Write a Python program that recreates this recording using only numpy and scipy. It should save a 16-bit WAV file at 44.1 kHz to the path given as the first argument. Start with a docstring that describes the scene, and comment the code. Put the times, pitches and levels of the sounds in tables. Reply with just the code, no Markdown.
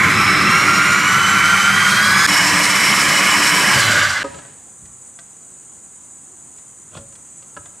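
"""Mini chopper grinding onions

Blades roar in a glass bowl, and the gear whine climbs as the pieces shrink and the load falls.
After a brief dip in level the chopper churns pulp, then coasts down. After a second dip the
plastic lid is lifted and scraped with a spatula, each knock exciting its damped modes.
Behind it lie kitchen room tone and a high shrill band, likely insects outside."""
import sys
import numpy as np
from scipy import signal
from scipy.io import wavfile
from scipy.ndimage import uniform_filter1d

SR = 44100
rng = np.random.default_rng(int(sys.argv[2]) if len(sys.argv) > 2 else 0)


def digitize_waveform(pressure):
    """Quantize a signal to 16-bit integers and store it at the path in sys.argv[1].

    Rows of a 2-D input are taken as channels; values are limited to [-1, 1].
    """
    field = np.atleast_2d(pressure).T
    bounded = np.clip(field, -1, 1)
    quanta = np.round(bounded * 32767).astype(np.int16)
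    wavfile.write(sys.argv[1], SR, quanta)


N = 343980
TIME = np.arange(N) / SR
CHURN_S, POWER_OFF_S, STOP_S = 2.2652, 3.73, 4.2315

# course of the roar: t/s, level/dB, rumble offset/dB, water and blade fizz offset/dB
ROAR_LEVELS = [(0, -12, -11, -12.5), (0.898, -13.5, -12.5, -10), (1.6, -13.5, -16.5, -8.5),
               (2.26, -13.5, -13, -5), (2.269, -12.5, -11.5, -4), (3.701, -12, -12, -4.5),
               (4, -12, -15, -4), (4.1, -16.5, -17.5, -3.5), (4.23, -21, -14, -7)]
# roar spectra for chopping, churning and coasting, each: f/Hz, density/dB
ROAR_SPECTRA = [
    [(35, -36.5), (90, -15.5), (190, -4), (260, -16), (400, -15), (700, -15.5), (920, -17), (1000, -11),
     (1350, -8), (1800, -10.5), (2250, -9), (2750, -15.5), (3500, -14.5), (6800, -23), (12400, -35),
     (15600, -37)],
    [(35, -32), (90, -20), (190, -5.5), (260, -16.5), (450, -15.5), (900, -3.5), (1000, -2.5), (1600, -2.5),
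     (2250, -2), (2750, -5.5), (3400, -8.5), (5300, -5.5), (6400, -11.5), (8300, -13.5), (12000, -23.5),
     (15600, -26)],
    [(24, -68), (40, -49), (96, -4), (407, -11), (592, -9), (654, -10), (905, -10), (1650, -9.5),
     (2710, -11.5), (3000, -13.5), (4360, -1.5), (7360, -5), (15600, -22.5)],
]
# peaks and notches of housing, lid and bowl in those stages: f/Hz, width/Hz, gain/dB
CHOP_RESONANCES = [(600, 60, 4), (810, 60, 5), (1175, 50, 5), (1740, 50, -5), (1950, 90, 4), (2283, 90, 5),
                   (3700, 100, -3), (3973, 150, 5), (4600, 120, -4), (8398, 90, 8), (8700, 250, -4),
                   (9410, 150, 5), (10411, 130, 6), (11423, 100, 6)]
CHURN_RESONANCES = [(586, 30, 5), (1020, 80, 6), (1175, 50, 4), (1680, 50, 5), (1906, 45, 5),
                    (2200, 120, 4), (2750, 60, -5), (2955, 45, 13), (3125, 40, 7), (3240, 50, -5),
                    (3350, 45, 7), (3950, 130, 6), (4550, 60, -5), (5160, 80, 5), (5448, 55, 10),
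                    (7000, 35, 10), (7397, 50, 7), (7763, 80, 6), (8301, 60, 9), (9173, 60, 4),
                    (9500, 120, 5), (10476, 80, 5), (10874, 90, 6), (11550, 100, 8)]
COAST_RESONANCES = [(592, 40, 10), (1163, 54, 7), (1475, 50, 9), (1626, 90, 12), (2050, 120, 7),
                    (3025, 120, 10), (3370, 84, 6), (3984, 150, 5), (4727, 110, 7), (5157, 54, 5),
                    (5652, 93, 6), (7203, 99, 5), (7763, 150, 6)]
# tooth-meeting rate, rising in steps as the load falls: t/s, f/Hz
MESH_RATE = [(0, 1170), (.18, 1305), (.42, 1320), (.55, 1372), (.78, 1388), (1, 1442), (1.28, 1515),
             (1.6, 1512), (1.76, 1582), (1.95, 1575), (2.08, 1640), (2.27, 1715)]
# mesh harmonics: multiple, rasp width/Hz, pure-tone share of power
MESH_HARMONICS = [(1, 26, .75), (2, 120, .18), (3, 220, 0), (4, 340, 0), (5, 330, 0), (6, 300, 0)]
# weight of each harmonic: level/dB
HARMONIC_DB = [-0.5, 0.5, -4, -4, -10, -12]
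# sidebands one and two shaft rates below the mesh rate: level/dB
LOWER_SIDEBAND_DB = [-0.5, -14]
# radiation response of the housing: f/Hz, gain/dB
HOUSING_RESPONSE = [(1200, -3), (1400, 1), (1550, 0), (1700, 2), (2000, -3), (2600, -7), (2950, -3),
                    (3150, 1), (3400, -9), (3950, -4), (4500, -11), (4900, -3), (5270, 3), (5600, -2),
                    (6100, -2), (6600, -9), (7100, 5), (7600, 3), (8000, -7), (8400, -4), (9000, -14)]
# coasting shaft: multiple, width/Hz, pure-tone share, start t/s, peak t/s, end t/s, peak level/dB
SHAFT_TONES = [(1, 12, .7, 3.58, 3.96, 4.14, -26), (36, 200, 0, 3.69, 3.78, 4.02, -27)]
# tones of the mains buzz: f/Hz
BUZZ_HZ = [101, 195, 296, 371]
# course of the buzz: t/s, then level/dB for each tone
BUZZ_LEVELS = [(0, -32, -28.5, -31, -31.5), (1, -40, -36, -37, -39.5), (2.26, -35.5, -30, -50, -44.5),
               (2.28, -41, -32, -31, -49), (3.7, -52, -37.5, -35, -39), (3.85, -63, -66.5, -59, -64)]
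# lid and spatula knocks: t/s, level/dB, hollow ring/dB, bright click/dB, pitch factor
LID_KNOCKS = [(4.24, -21.5, 4, -13, .97), (4.248, -22.5, 3.5, -21, 0.97), (4.344, -27, -6, -14, 1),
              (4.387, -25, -13, -18, 1.03), (4.42, -31, -16, -21, 1.2), (4.45, -28, -14, -23, 1.18),
              (4.855, -40, -17, -11, 1.5), (5.189, -27.5, -13.5, -14.5, 1.2),
              (5.626, -48, -16, -13.5, 0.96), (6.583, -40, -31, -12, 1.2), (6.945, -42, -4, -13, 0.93),
              (6.972, -32, -5, -9, 1.1), (7.124, -41, -16, -10, 1.0), (7.153, -36, -23, -10, 1.2),
              (7.425, -40, -7, -8, 0.97), (7.5661, -19.5, -14.5, -23, 1.04), (7.572, -19, -14, -29, 1.0),
              (7.658, -35, -8, -13, 1.24)]
# modes of the plastic lid: f/Hz, level/dB, T60/s
LID_MODES = [(290, -3, .08), (430, -3, .09), (570, 2, .13), (770, -5, .07), (980, 1, .09), (1293, 1, .09),
             (1626, -3.5, .06), (2790, -1.5, .04), (3220, -4, .036)]
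# bowl and blades coming to rest: f/Hz, density/dB
SETTLING_SPECTRUM = [(24, -45), (40, -24), (96, -1.5), (419, -12), (561, -16), (664, -15), (948, -9),
                     (1300, -20), (1670, -8.5), (2190, -16), (6000, -27), (7800, -54.5), (13200, -120)]
# sliding wet pulp: f/Hz, density/dB
PULP_SPECTRUM = [(180, -39), (300, -4.5), (541, 1), (904, -12.5), (1320, -3), (1780, -18), (3370, -8),
                 (5100, -25), (6000, -22.5), (7800, -47), (13200, -120)]
# low bumps through the counter: peak t/s, level/dB
COUNTER_BUMPS = [(4.83, -47), (6.975, -38.5), (7.58, -47.5)]
# quiet kitchen with its shrill band: f/Hz, density/dB
ROOM_SPECTRUM = [(30, -20), (120, -8.5), (284, -11), (500, -17.5), (1110, -17.5), (2630, -27.5),
                 (5700, -33), (6100, -15.5), (7000, -11), (8300, -9), (9300, -16.5), (10600, -30.5),
                 (12300, -37), (15600, -41)]
# peaks in the shrill band: f/Hz, width/Hz, gain/dB
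SHRILL_PEAKS = [(6075, 40, 6), (6514, 20, 9), (6944, 60, 7), (7032, 25, 15), (7261, 30, 6), (7378, 30, 5),
                (7915, 55, 11), (8125, 22, 9), (8234, 45, 6), (8758, 40, 7), (9203, 45, 9), (9432, 35, 6),
                (10070, 45, 7), (10939, 60, 5)]
# likeness of left and right, for the room and for near sources: f/Hz, coherence
ROOM_COHERENCE = [(100, .77), (1000, .68), (4000, .82), (8000, 1), (12000, .999)]
NEAR_COHERENCE = [(60, .995), (200, .992), (400, .965), (800, .965), (1500, .975), (3000, .972),
                  (6000, .972), (9000, .993), (12000, .9998)]
# stereo balance of the noises: f/Hz, left above right/dB
BALANCE = [(60, 1.2), (150, 1.1), (300, .4), (600, -.7), (1200, -1), (2400, -1.8), (5000, -.9), (9000, -.3),
           (12000, 0)]
# brief dips in level: t/s, wait/s, recovery/s, lowest gain
LEVEL_DIPS = [(2.2652, .001, .02, .1), (4.2315, .007, .008, .3)]


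def blade_roar():
    """Source and filter: blades, pieces and water make broad noise that housing, lid and bowl colour."""
    times, *columns = np.transpose(ROAR_LEVELS)
    level_db, rumble_db, fizz_db = (np.interp(TIME, times, c) for c in columns)
    resonances = CHOP_RESONANCES, CHURN_RESONANCES, COAST_RESONANCES
    stages = [noise(spectrum, 0, STOP_S, peaks) for spectrum, peaks in zip(ROAR_SPECTRA, resonances)]
    coasting = np.clip((TIME - POWER_OFF_S) / .08, 0, 1)
    stop, roar = round(STOP_S * SR), 0
    for lo_hz, hi_hz, offset_db, flicker_db in (
            (30, 512, rumble_db, 1.5), (920, 2845, -.24, .38), (4190, 13700, fizz_db - .5, .87)):
        chop, churn, coast = (placed(unit_rms(band(x[:, :stop], lo_hz, hi_hz)), 0) for x in stages)
        later = np.sqrt(1 - coasting) * churn + np.sqrt(coasting) * coast
        gain = gain_of(level_db + offset_db) * flicker(61, flicker_db)  # pieces hit the blades
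        roar = roar + np.where(TIME < CHURN_S, chop, later) * gain
    treble = roar - band(roar, 5, 8000)  # dies first as the blades slow
    dulling_db = 17.5 * np.maximum(TIME - POWER_OFF_S, 0)
    return roar - treble * (1 - gain_of(-dulling_db))


def gear_whine(teeth=11, base_db=-24):
    """Phase modulation: uneven teeth and load shake the mesh harmonics; the shaft adds sidebands."""
    shake = .1 * drift(25)
    mesh_hz = np.interp(TIME, *np.transpose(MESH_RATE)) * (1 + .005 * drift(9))  # the load tugs
    whine = 0
    for (k, width, purity), db in zip(MESH_HARMONICS, HARMONIC_DB):
        whine += rough_tone(k * mesh_hz, width, purity, k * shake) * gain_of(db) * radiation(k * mesh_hz)
    for k, db in enumerate(LOWER_SIDEBAND_DB, 1):
        side_hz = mesh_hz * (1 - k / teeth)
        whine += rough_tone(side_hz, 34, .5, shake) * gain_of(db) * radiation(side_hz)
    clearing = np.clip(TIME / .2, .3, 1)  # the tones come clear of the first heavy chunks
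    surge_db = 14 * np.clip(TIME - 1.95, 0, 1)  # the blades run free
    return whine * (TIME < CHURN_S) * clearing * gain_of(base_db + surge_db) * flicker(14, 1)


def radiation(hz, lid_hz=1400, width_hz=140, lid_db=5.4):
    """Frequency response: the housing weights each gear tone, and a lid resonance lifts those near it."""
    return gain_of(spectrum_at(HOUSING_RESPONSE, hz) + lid_db / (1 + (2 * (hz - lid_hz) / width_hz) ** 2))


def coasting_shaft(full_hz=143, end_hz=93, time_constant_s=.13):
    """Exponential relaxation: with the power off, the shaft slows and its harmonics glide down."""
    shaft_hz = end_hz + (full_hz - end_hz) * np.exp(-np.maximum(TIME - POWER_OFF_S, 0) / time_constant_s)
    shake, tones = .1 * drift(25), 0
    for k, width, purity, *times, peak_db in SHAFT_TONES:
        swell_db = np.interp(TIME, times, [peak_db - 12, peak_db, peak_db - 12], -120, -120)
        tones += rough_tone(k * shaft_hz, width, purity, shake) * gain_of(swell_db)
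    return tones


def mains_buzz():
    """Forced vibration: the motor drives low, wavering tones into the counter."""
    times, *levels_db = np.transpose(BUZZ_LEVELS)
    buzz = sum(rough_tone(hz, 20, .2, .25 * drift(8)) * gain_of(np.interp(TIME, times, db))
               for hz, db in zip(BUZZ_HZ, levels_db))
    return buzz * (TIME < times[-1]) * gain_of([[.5], [-.5]])


def lid_knocks():
    """Impact excitation: each crack rings the lid's modes, low or high by how it is struck."""
    knocks, t = np.zeros(N + SR), np.arange(SR // 4) / SR
    for s, db, hollow_db, bright_db, pitch in LID_KNOCKS:
        tilt = [(900, hollow_db), (2000, -.54), (3500, bright_db)]
        ring = sum(gain_of(mode_db + spectrum_at(tilt, hz) - 60 * t / t60)
                   * np.sin(2 * np.pi * (hz * pitch * t + rng.random())) for hz, mode_db, t60 in LID_MODES)
        top_hz = np.interp(bright_db, [-20, -15], [3600, 5800])  # dull knocks lose the top
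        crack = unit_rms(band(rng.standard_normal(len(t)), 1300, top_hz))
        crack *= gain_of(bright_db + 7.5 - 60 * t / .055)
        start, attack = round(s * SR), np.minimum(t / .00023, 1)
        knocks[start:start + len(t)] += gain_of(db - 7.5) * (ring + crack) * attack
    return knocks[:N]


def settling():
    """Damping: the noise of bowl and blades dies away as they come to rest."""
    rattle = noise(SETTLING_SPECTRUM, STOP_S, STOP_S + 1)
    return rattle * decay(4.243, -36, t60=1.1, rise_s=.04) * flicker(60, 1.2)


def sliding_pulp(peak_s=6.968, rise_s=.075, t60=.16):
    """Amplitude-modulated noise: wet pulp slides off the lid in a short, fluttering burst."""
    squelch = noise(PULP_SPECTRUM, peak_s - rise_s, peak_s + t60, patchy_db=3)
    return squelch * decay(peak_s, -39, t60, rise_s) * flicker(150, 2.3)


def bowl_ring():
    """Free vibration: one mode of the glass bowl rings as pulp drops in."""
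    return rough_tone(hz=558, width_hz=25, purity=.6) * decay(6.99, -47, t60=.55, rise_s=.02)


def counter_bumps():
    """Structure-borne sound: bumps pass through the counter as decaying low noise."""
    rumble = unit_rms(band(rng.standard_normal(N), 51, 186))
    return rumble * sum(decay(s, db, t60=.57, rise_s=.07) for s, db in COUNTER_BUMPS)


def reverberate(x, t60=.86, wet_db=-8.5):
    """Reverberation: dense room reflections follow the direct sound as an exponential tail."""
    t = np.arange(SR // 3) / SR
    tails = rng.standard_normal((2, len(t))) * gain_of(-60 * t / t60) * (t > .004)
    wet = signal.oaconvolve(x[None], tails / np.linalg.norm(tails[0]), axes=1)[:, :N]
    return x + gain_of(wet_db) * wet


def room_tone():
    """Ambient noise: a low, broad floor and a shrill band with narrow peaks, likely insects."""
    air = noise(ROOM_SPECTRUM, 0, N / SR, SHRILL_PEAKS, coherence=ROOM_COHERENCE)
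    return air * gain_of(-41) * flicker(28.5, .4)


def noise(spectrum, start_s, end_s, peaks=(), patchy_db=1.5, coherence=NEAR_COHERENCE):
    """Spectral shaping: stereo noise with resonances and drifting patches, rms 1 between two times."""
    frame, hop = 2048, 512
    hz, start = np.fft.rfftfreq(frame, 1 / SR), round(start_s * SR)
    length = min(round(end_s * SR), N) - start
    a, b, c, d, patches = rng.standard_normal((length // hop + 5, len(hz), 5)).T
    patches = unit_rms(uniform_filter1d(uniform_filter1d(patches, 4, axis=0), 12, axis=1))
    shape = gain_of(spectrum_at(spectrum, hz))
    for f, width, db in peaks:
        shape *= np.sqrt(1 + (gain_of(db) ** 2 - 1) / (1 + (2 * (hz - f) / width) ** 2))
    shared = spectrum_at(coherence, hz)[:, None]
    left = a + 1j * b
    right = shared * left + np.sqrt(1 - shared ** 2) * (c + 1j * d)
    balance = gain_of(np.outer([.5, -.5], spectrum_at(BALANCE, hz)))
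    bins = np.array([left, right]) * (balance * shape)[:, :, None] * gain_of(patchy_db * patches)
    wave = signal.istft(bins, nperseg=frame, noverlap=frame - hop)[1]
    return placed(unit_rms(wave[:, :length]), start)


def rough_tone(hz, width_hz, purity, shake_turns=0):
    """Heterodyning: noise shifted to 0 Hz, smoothed and shifted back forms a rasp around a tone."""
    phase = 2 * np.pi * np.cumsum(hz * np.ones(N)) / SR
    tone = np.sqrt(2) * np.cos(phase + 2 * np.pi * shake_turns)
    carrier, pole = np.exp(1j * phase), np.exp(-np.pi * width_hz / SR)
    baseband = signal.lfilter([1], [1, -2 * pole, pole ** 2], rng.standard_normal(N) / carrier)
    return np.sqrt(purity) * tone + np.sqrt(1 - purity) * unit_rms((carrier * baseband).real)


def decay(peak_s, level_db, t60, rise_s):
    """Exponential decay: a gain that rises until peak_s, then loses 60 dB every t60 seconds."""
    t = TIME - peak_s
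    return np.clip(1 + t / rise_s, 0, 1) ** 2 * gain_of(level_db - 60 * np.maximum(t, 0) / t60)


def drift(per_s):
    """Low-pass noise of rms 1 that changes about per_s times a second."""
    size = int(SR / per_s)
    return unit_rms(uniform_filter1d(uniform_filter1d(rng.standard_normal(N), size), size))


def flicker(per_s, depth_db):
    """Random amplitude modulation, as a gain."""
    return gain_of(depth_db * drift(per_s))


def band(x, lo_hz, hi_hz):
    """Band-pass filtering."""
    return signal.sosfilt(signal.butter(2, [lo_hz, hi_hz], "band", fs=SR, output="sos"), x)


def spectrum_at(points, hz):
    """Interpolation on a log-frequency axis."""
    f, value = np.transpose(points)
    return np.interp(np.log(hz + 1), np.log(f + 1), value)


def placed(x, start):
    """Delay by start samples, with silence up to N."""
    return np.pad(x, ((0, 0), (start, N - start - x.shape[1])))


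def gain_of(db):
    """Amplitude ratio from decibels."""
    return 10 ** (np.asarray(db) / 20)


def unit_rms(x):
    """Normalisation to rms 1."""
    return x / np.sqrt(np.mean(x ** 2) + 1e-20)


def scene():
    """Superposition: all sources add, and the level of the sum dips briefly twice."""
    chopper = blade_roar() + (gear_whine() + coasting_shaft()) * gain_of([[-.6], [.6]]) + mains_buzz()
    handling = reverberate(lid_knocks()) + settling() + sliding_pulp() + bowl_ring() + counter_bumps()
    mix = chopper + handling + room_tone()
    for s, wait_s, recovery_s, floor in LEVEL_DIPS:
        mix *= np.where(TIME < s, 1, np.clip((TIME - s - wait_s) / recovery_s, floor, 1))
    return mix


def record(dry):
    """Band limiting and saturation: the microphone drops deep bass, softens peaks and cuts the top."""
    thinned = signal.sosfilt(signal.butter(2, 42, "high", fs=SR, output="sos"), dry)
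    squeezed = 1.3 * np.tanh(thinned / 1.3)
    low_pass = signal.firwin(511, 15700, window=("kaiser", 9), fs=SR)
    return signal.oaconvolve(squeezed, low_pass[None], "same")


dry = scene()
out = record(dry)
digitize_waveform(out)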